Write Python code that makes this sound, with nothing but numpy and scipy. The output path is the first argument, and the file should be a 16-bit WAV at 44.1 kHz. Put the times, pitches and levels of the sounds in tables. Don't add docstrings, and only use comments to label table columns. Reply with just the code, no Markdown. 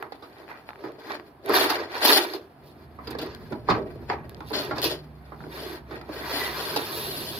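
import sys
import numpy as np
from scipy import signal
from scipy.fft import rfft, irfft, next_fast_len
from scipy.io import wavfile
from scipy.ndimage import uniform_filter1d

SR = 44100
rng = np.random.default_rng(int(sys.argv[2]) if len(sys.argv) > 2 else 0)


def dump(signal):
    limited = np.clip(np.atleast_2d(signal).T, -1, 1)
    pcm = np.round(limited * 32767).astype(np.int16)
    wavfile.write(sys.argv[1], SR, pcm)


N = 325899

PLACES = 4
PART_EDGES_HZ = 260, 700, 2500, 7500
# f/Hz, side minus mid/dB
WIDTH = [(60, -9.5), (200, -13.5), (380, -20), (700, -5), (1290, -3.5), (2380, -2), (4400, -0.5),
         (15000, -2.5)]


def amp(db):
    return 10 ** (np.asarray(db) / 20)


def in_time(rows):
    times, *columns = np.transpose(rows)
    return [np.interp(np.arange(N) / SR, times, column) for column in columns]


def at_hz(points, hz):
    table = np.array(points)
    return np.interp(np.log(hz), np.log(table[:, 0]), table[:, 1])


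def drift(per_s):
    return np.interp(np.arange(N) * per_s / SR, np.arange(1000), rng.standard_normal(1000))


def add(track, start_s, sound):
    at = round(start_s * SR)
    track[:, at:at + sound.shape[1]] += sound[:, :N - at]


def air():
    # f/Hz, relative level/dB
    spectrum = [(15, -29), (25, -32.5), (59, -5), (145, -2), (180, -8), (242, -3), (503, -17.5), (677, -9),
                (3250, -37), (4370, -45), (6050, -61.5), (10400, -44), (16000, -49.5)]
    # t/s, level/dB
    rumble = [(0.0, -59), (1.6, -58.5), (2.4, -60), (3.1, -48), (3.85, -42.5), (4.5, -45), (5.1, -51.5),
              (6.8, -47.5), (7.39, -44)]
    hz = np.maximum(np.arange(N // 2 + 1) * SR / N, 1)
    noise = rfft(rng.standard_normal((2, N))) * amp(at_hz(spectrum, hz))
    noise[1] *= amp(at_hz(WIDTH, hz))
    low, high = irfft(noise * (hz < 270), N), irfft(noise * (hz >= 270), N)
    swell = amp(in_time(rumble)[0])
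    return (low * swell + high * np.median(swell) * amp(-3.5)) / np.std(low[0])


def steel_rings(spectrum, strong_modes):
    # f/Hz, time to fade by 60 dB/s
    ring_times = [(200, 0.26), (500, 0.29), (1500, 0.2), (4500, 0.11), (12000, 0.028)]
    crack_db, crack_s = 9.5, 0.00099
    cloud_hz = np.linspace(10, 127, 1000) ** 2 * np.exp(rng.normal(0, .003, 1000))
    strong_hz, width_hz, above_db = np.transpose(strong_modes)
    hz = np.append(cloud_hz, strong_hz)
    t60 = np.append(at_hz(ring_times, cloud_hz), np.log(1000) / (np.pi * width_hz))
    filled_hz = np.append(np.gradient(np.sort(cloud_hz)), amp(2 * above_db) * width_hz * np.pi / 2)
    height = amp(at_hz(spectrum, hz)) * np.sqrt(filled_hz / t60)
    share = rng.standard_normal((PLACES, 2, len(hz)))
    share[:, 0] = np.tanh(3 * share[:, 0])
    share[:, 1] *= amp(at_hz(WIDTH, hz))
    t = np.arange(SR // 3, dtype=np.float32) / SR
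    modes = np.sin(2 * np.pi * np.outer(hz, t)) * np.exp(-np.log(1000) * np.outer(1 / t60, t))
    part = np.searchsorted(PART_EDGES_HZ, hz)
    rings = np.stack([(share * height)[:, :, part == k] @ modes[part == k] for k in range(5)], axis=1)
    rings *= 1 + amp(crack_db) * np.exp(-t / crack_s)
    bass_cut = signal.butter(5, 270, "high", fs=SR, output="sos")
    rings[:, 1:] = signal.sosfilt(bass_cut, rings[:, 1:])
    for k, top_hz in enumerate(PART_EDGES_HZ):
        rings[:, k] = signal.sosfilt(signal.butter(3, 1.15 * top_hz, fs=SR, output="sos"), rings[:, k])
    rings[:, 0] = signal.sosfilt(signal.butter(2, 70, "high", fs=SR, output="sos"), rings[:, 0])
    return rings / np.sqrt(np.sum(rings[:, :, :1] ** 2, axis=3, keepdims=True))


def ring_out(forces, rings):
    size = next_fast_len(N + SR // 3)
    spectrum = np.einsum("pkf,pkcf->cf", rfft(forces, size), rfft(rings, size))
    return irfft(spectrum, size)[:, :N]


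def rubbing_strength():
    # t/s at full force, rise/s, hold/s, then level/dB of frame, sheet, grit, hiss
    drags = [(0.0, 0.042, 0.025, -40, -46.5, -59, -66), (0.384, 0.15, .015, -45, -49, -59, -67),
             (0.503, 0.067, 0.034, -51.5, -43.5, -60, -68), (0.834, 0.14, 0.057, -36, -48, -57.5, -70),
             (1.104, 0.21, 0.04, -38.5, -40.5, -49, -60.5), (1.461, 0.075, 0.033, -33, -49, -54, -62),
             (1.506, 0.073, 0.019, -24, -29, -38, -59), (1.543, .04, 0.07, -22.5, -21, -24.5, -30),
             (1.696, 0.023, .01, -36, -28.5, -31.5, -41), (1.787, 0.3, .05, -35.5, -38.5, -48, -63),
             (1.952, 0.11, 0.016, -36, -30, -37.5, -50), (2.03, 0.088, 0.027, -31, -27.5, -30.5, -39),
             (2.05, 0.027, 0.11, -24, -22.5, -21.5, -26.5), (2.312, 0.16, 0.037, -35.5, -44.5, -45.5, -54),
             (2.67, 0.064, 0.01, -50, -72, -58.5, -62), (3.083, 0.072, 0.083, -43, -46, -60.5, -74),
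             (3.19, .04, .14, -39.5, -46.5, -53, -69), (3.522, 0.088, 0.025, -37, -57, -65, -67),
             (3.698, 0.04, 0.014, -24, -31, -42.5, -67), (3.77, 0.16, 0.023, -28.5, -58, -60, -72),
             (3.886, 0.55, 0.12, -41.5, -54, -66.5, -70.5), (4.093, 0.028, .025, -36.5, -37.5, -53, -75),
             (4.334, 0.26, 0.027, -44, -56, -74, -80), (4.47, .04, 0.02, -58, -60, -48, -55),
             (4.538, 0.023, 0.035, -31.5, -36, -36, -55), (4.591, 0.027, 0.05, -37.5, -37, -40, -47),
             (4.717, 0.12, 0.027, -30, -53, -56, -77), (4.76, 0.018, 0.016, -45, -37.5, -44, -55),
             (4.834, 0.03, 0.02, -30, -33.5, -26, -34), (4.88, .05, 0.016, -35, -42, -42, -64),
             (5.4, 0.12, 0.065, -48, -66, -63.5, -72), (5.524, 0.079, 0.21, -41, -44.5, -47.5, -53.5),
             (5.913, 0.089, 0.049, -40, -45.5, -56.5, -67)]
    # t/s, then level/dB of frame, sheet, grit, hiss
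    long_pull = [(6.04, -53, -63, -71, -82), (6.14, -39.5, -42.5, -49, -55),
                 (6.24, -42.5, -39.5, -46.5, -52.5), (6.38, -36.5, -32, -34.5, -40),
                 (6.52, -42, -37.5, -41, -47), (6.7, -37, -38, -38.5, -43.5),
                 (6.88, -40.5, -40.5, -42.5, -46), (6.98, -40, -41.5, -38.5, -39.5),
                 (7.39, -41.5, -47, -42.5, -46.5)]
    rise_db, fall_db_per_s = 34.5, (172.4, 194, 253, 260)
    stir_db = np.array([-57.5, -63, -70.5, -75])
    t, coarse_t = np.arange(N) / SR, np.arange(0, N + 64, 64) / SR
    power = 0
    for full_s, rise_s, hold_s, *levels_db in drags:
        before_db = rise_db * np.maximum(full_s - coarse_t, 0) / rise_s
        after_db = np.outer(fall_db_per_s, np.maximum(coarse_t - full_s - hold_s, 0))
        power = power + amp(2 * (np.array(levels_db)[:, None] - before_db - after_db))
    drag_power = np.array([np.interp(t, coarse_t, part) for part in power])
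    stir_power = amp(2 * (stir_db[:, None] + 3.5 * drift(7.8)))
    pull_power = amp(2 * np.array(in_time(long_pull))) * (t > long_pull[0][0])
    return np.sqrt(drag_power + stir_power + pull_power)


def rubbing():
    # t/s, roughness (0 even glide, 1 jerky drag)
    roughness = [(0, 1.), (2.5, 0.88), (5.0, 0.96), (5.5, 0.58), (6.2, 0.38), (7.39, 0.14)]
    slips_per_s, spread_db = (900, 2500, 5000, 9000), 3.5
    rough = in_time(roughness)[0]
    bunches = amp(3.16 * rough * drift(45))
    forces = []
    for strength, per_s in zip(rubbing_strength(), slips_per_s):
        sizes = amp(spread_db * rough * np.minimum(rng.exponential(1, N), 5))
        signs = rng.choice([-1, 1], N)
        slips = bunches * sizes * signs * (rng.random(N) < per_s / SR)
        average_size = np.sqrt(uniform_filter1d(slips ** 2, SR // 2))
        forces.append(strength * slips / average_size)
    return np.array(forces)


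def sheet():
    # f/Hz, relative level/dB
    spectrum = [(200, -23.5), (300, 7), (385, 7), (520, -5), (750, 1), (1870, -3.5), (2170, -8.5),
                (3250, -9), (3950, -12.5), (4350, -7.5), (4950, -11), (5420, -15.5), (8420, -31.5),
                (10900, -16.5), (16000, -21.5)]
    # f/Hz, width/Hz, level above the rest/dB
    strong_modes = [(382, 54, 3.5), (461, 16, 9), (611, 37, 6), (981, 88, 3.5), (1260, 36, 2),
                    (1548, 46, 4), (1653, 26, 3), (1886, 39, 6.5), (1933, 14, 3), (2372, 76, 8.5),
                    (3570, 33, 5.5), (4117, 68, 5), (4430, 68, 5.5), (4853, 50, 6.5)]
    rings = steel_rings(spectrum, strong_modes)[:, 1:]
    place = rng.integers(0, PLACES, N // 900 + 1).repeat(900)[:N]
    touching = place == np.arange(PLACES)[:, None]
    return ring_out(touching[:, None] * rubbing(), rings) + edge_ticks(rings)


def edge_ticks(rings):
    # t/s, then relative level/dB of sheet, grit, hiss
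    ticks = [(0.026, -13.5, -34, -36), (0.3844, -45, -39, -52), (0.48, -29, -50, -68),
             (0.69, -18, -40, -64), (0.706, -22, -42, -68), (0.732, -24, -52, -70), (0.758, -27, -50, -70),
             (0.92, -36, -43, -48), (1.1196, -40, -22, -58), (1.152, -17, -36, -62), (1.198, -22, -42, -64),
             (1.461, -26, -31, -28), (1.49, -21, -30, -29), (3.263, -27, -40, -39), (3.3488, -44, -29, -38),
             (3.53, -32, -32, -58), (4.295, -34, -34, -32), (4.3024, -46, -43, -56),
             (4.3465, -50, -34, -50), (4.3685, -46, -40, -60), (4.4057, -29, -39, -52),
             (4.487, -44, -40, -38), (4.5027, -32, -42, -36), (4.521, -28, -42, -31),
             (4.5504, -28, -20, -28), (4.5664, -22, -28, -25), (4.6194, -36, -30, -30),
             (4.6478, -37, -34, -33), (4.8184, -28, -18, -19), (5.439, -25, -59.5, -66),
             (5.957, -40, -44, -42), (6.013, -27, -48, -56)]
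    decay_s, boost_db = 0.002, 8
    damped = rings[:, 1:, :, :600] * np.exp(-np.arange(600) / (decay_s * SR))
    sound = np.zeros((2, N))
    for k, (start_s, *levels_db) in enumerate(ticks):
        gains = amp(np.array(levels_db) + boost_db)
        add(sound, start_s, np.tensordot(gains, damped[k % PLACES], 1))
    return sound


def clamp_knocks():
    # t/s, then relative level/dB of sheet, legs, frame, grit, hiss, then chatter time/s
    blows = [(0.026, -27, -41, -35, -54, -48, .002), (0.121, -26.5, -64, -39, -41, -55, .004),
             (0.222, -33.5, -66, -30, -42, -62, 0.018), (0.69, -34, -64, -57, -48, -75, 0.004),
             (0.835, -27, -31, -33, -61, -66, 0.017), (1.106, -23.5, -54, -36, -48, -56, .004),
             (1.493, -16, -27, -19, -31, -32, .008), (1.701, -15.5, -33.5, -21, -20, -28, .0035),
             (2.051, -15, -50.5, -21.5, -22, -17.5, .004), (2.335, -30, -64, -24.5, -29, -38.5, 0.006),
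             (2.985, -28.5, -46.5, -34.5, -60, -80, 0.013), (3.071, -30, -30, -23, -32.5, -50, 0.0077),
             (3.105, -38, -36, -21.5, -33.5, -38, 0.0084), (3.149, -26.5, -23, -18, -44, -61, 0.004),
             (3.186, -30, -43, -22, -27.5, -37, 0.0061), (3.213, -34, -41, -28, -29.5, -40, 0.018),
             (3.52, -22.5, -23, -20, -43, -68, 0.0072), (3.686, -8.5, -26, -28, -35, -62, 0.0055),
             (3.698, -9, -7.5, -22, -20.5, -46, 0.011), (4.098, -14.5, -36, -22, -31.5, -65, 0.0031),
             (4.405, -28.5, -42, -31, -46.5, -65, 0.0028), (4.506, -26, -45, -18, -56, -55, 0.015),
             (4.532, -27, -29, -39, -32, -41, 0.0084), (4.708, -16.5, -22.5, -16.5, -37.5, -62, 0.011),
             (4.782, -27, -22.5, -15, -25, -54, 0.0055), (4.841, -22.5, -28, -17, -20, -23, 0.0072),
             (5.319, -31.5, -33, -33, -66, -72, 0.0098), (5.404, -35, -32, -50, -68, -62, 0.0033),
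             (5.439, -32, -45, -30, -62, -68, 0.0046), (5.466, -37, -36, -26.5, -66, -67, 0.0022),
             (5.909, -33, -40, -29, -39.5, -57, .011), (6.013, -29, -51, -42, -44.5, -59, 0.0027),
             (6.091, -32, -46, -18, -50, -58, 0.0037), (6.761, -16, -43, -15.5, -16.5, -27, 0.007)]
    # f/Hz, relative level/dB
    spectrum = [(53, -35), (90, 5.5), (345, 11.5), (606, -0.5), (998, -0.5), (1410, -5), (1610, -10.5),
                (3220, -24.5), (4170, -17.5), (6870, -48), (8910, -41), (11600, -16.5), (16000, -33.5)]
    # f/Hz, width/Hz, level above the rest/dB
    strong_modes = [(130, 7.9, 12), (233, 4.5, 4), (313.8, 16, 13), (398, 7.3, 3.3), (442, 28, 5.3),
                    (476, 18, 3), (827, 9.1, 6.9), (954, 7.9, 5.4), (1130, 3.4, 3), (1259, 11, 7.1),
                    (1800, 21, 3), (1940, 7.2, 3.1), (2160, 16, 2.3), (4820, 46, 12)]
    rise_share, boost_db = .07, 16.5
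    forces = np.zeros((PLACES, 5, N))
    shakes = rng.standard_normal((len(blows), 4000)) ** 3
    for k, (start_s, sheet_db, legs_db, frame_db, grit_db, hiss_db, chatter_s) in enumerate(blows):
        gains = amp(np.array([legs_db, frame_db, sheet_db, grit_db, hiss_db]) + boost_db)
        age = np.arange(4000) / (chatter_s * SR)
        burst = shakes[k] * (1 - np.exp(-age / rise_share)) * np.exp(-age)
        burst /= np.sqrt(np.sum(burst ** 2))
        add(forces[k % PLACES], start_s, gains[:, None] * burst)
    return ring_out(forces, steel_rings(spectrum, strong_modes))


def engines():
    # t/s, f/Hz, level/dB
    low_drone = [(1.4, 92.1, -74), (1.59, 88.6, -51.5), (2.12, 89.53, -64), (2.22, 94, -72),
                 (2.65, 86.2, -62), (3.05, 72.2, -48), (3.38, 68.66, -57.5), (6.54, 65.4, -50.5),
                 (6.7, 64.4, -63)]
    # t/s, f/Hz, level/dB
    high_drone = [(2.6, 142.3, -62), (3.2, 142, -53), (3.6, 142, -61), (4.3, 144.6, -57.5),
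                  (4.85, 150.4, -48.5), (5.6, 152, -51), (5.8, 151, -60.5), (6.9, 151.7, -55.5),
                  (7.39, 153.6, -47.5)]
    t, fade_s = np.arange(N) / SR, 0.23
    sound = np.zeros(N)
    for rows in low_drone, high_drone:
        hz, level_db = in_time(rows)
        fade = np.clip(np.minimum(t - rows[0][0], rows[-1][0] - t) / fade_s + 1, 0, 1)
        phase = 2 * np.pi * np.cumsum(hz * (1 + 0.0045 * drift(5.6))) / SR
        sound += np.sqrt(2) * fade * amp(level_db + 2.0 * drift(6.4)) * np.sin(phase)
    return sound


def sheet_singing():
    # t/s, level/dB
    swell = [(6.2, -60), (6.32, -42.5), (6.48, -34.5), (6.56, -54), (6.6, -90)]
    note_hz, width_hz = 1962, 140
    radius = np.exp(-np.pi * width_hz / SR)
    resonance = [1, 0, -1, 1, -2 * radius * np.cos(2 * np.pi * note_hz / SR), radius ** 2]
    note = signal.sosfilt([resonance, resonance], rng.standard_normal(N))
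    level_db = in_time([(swell[0][0] - .1, -100)] + swell)[0]
    return amp(level_db) * note / np.sqrt(np.mean(note ** 2))


def scene():
    right_louder_db = 1.73
    mid, side = sheet() + clamp_knocks() + air()
    mid = mid + engines() + sheet_singing()
    return np.array([mid + side, mid - side]) * amp([[-right_louder_db / 2], [right_louder_db / 2]])


def record(dry):
    return signal.sosfilt(signal.cheby2(12, 70, 16800, fs=SR, output="sos"), dry)


dry = scene()
out = record(dry)
dump(out)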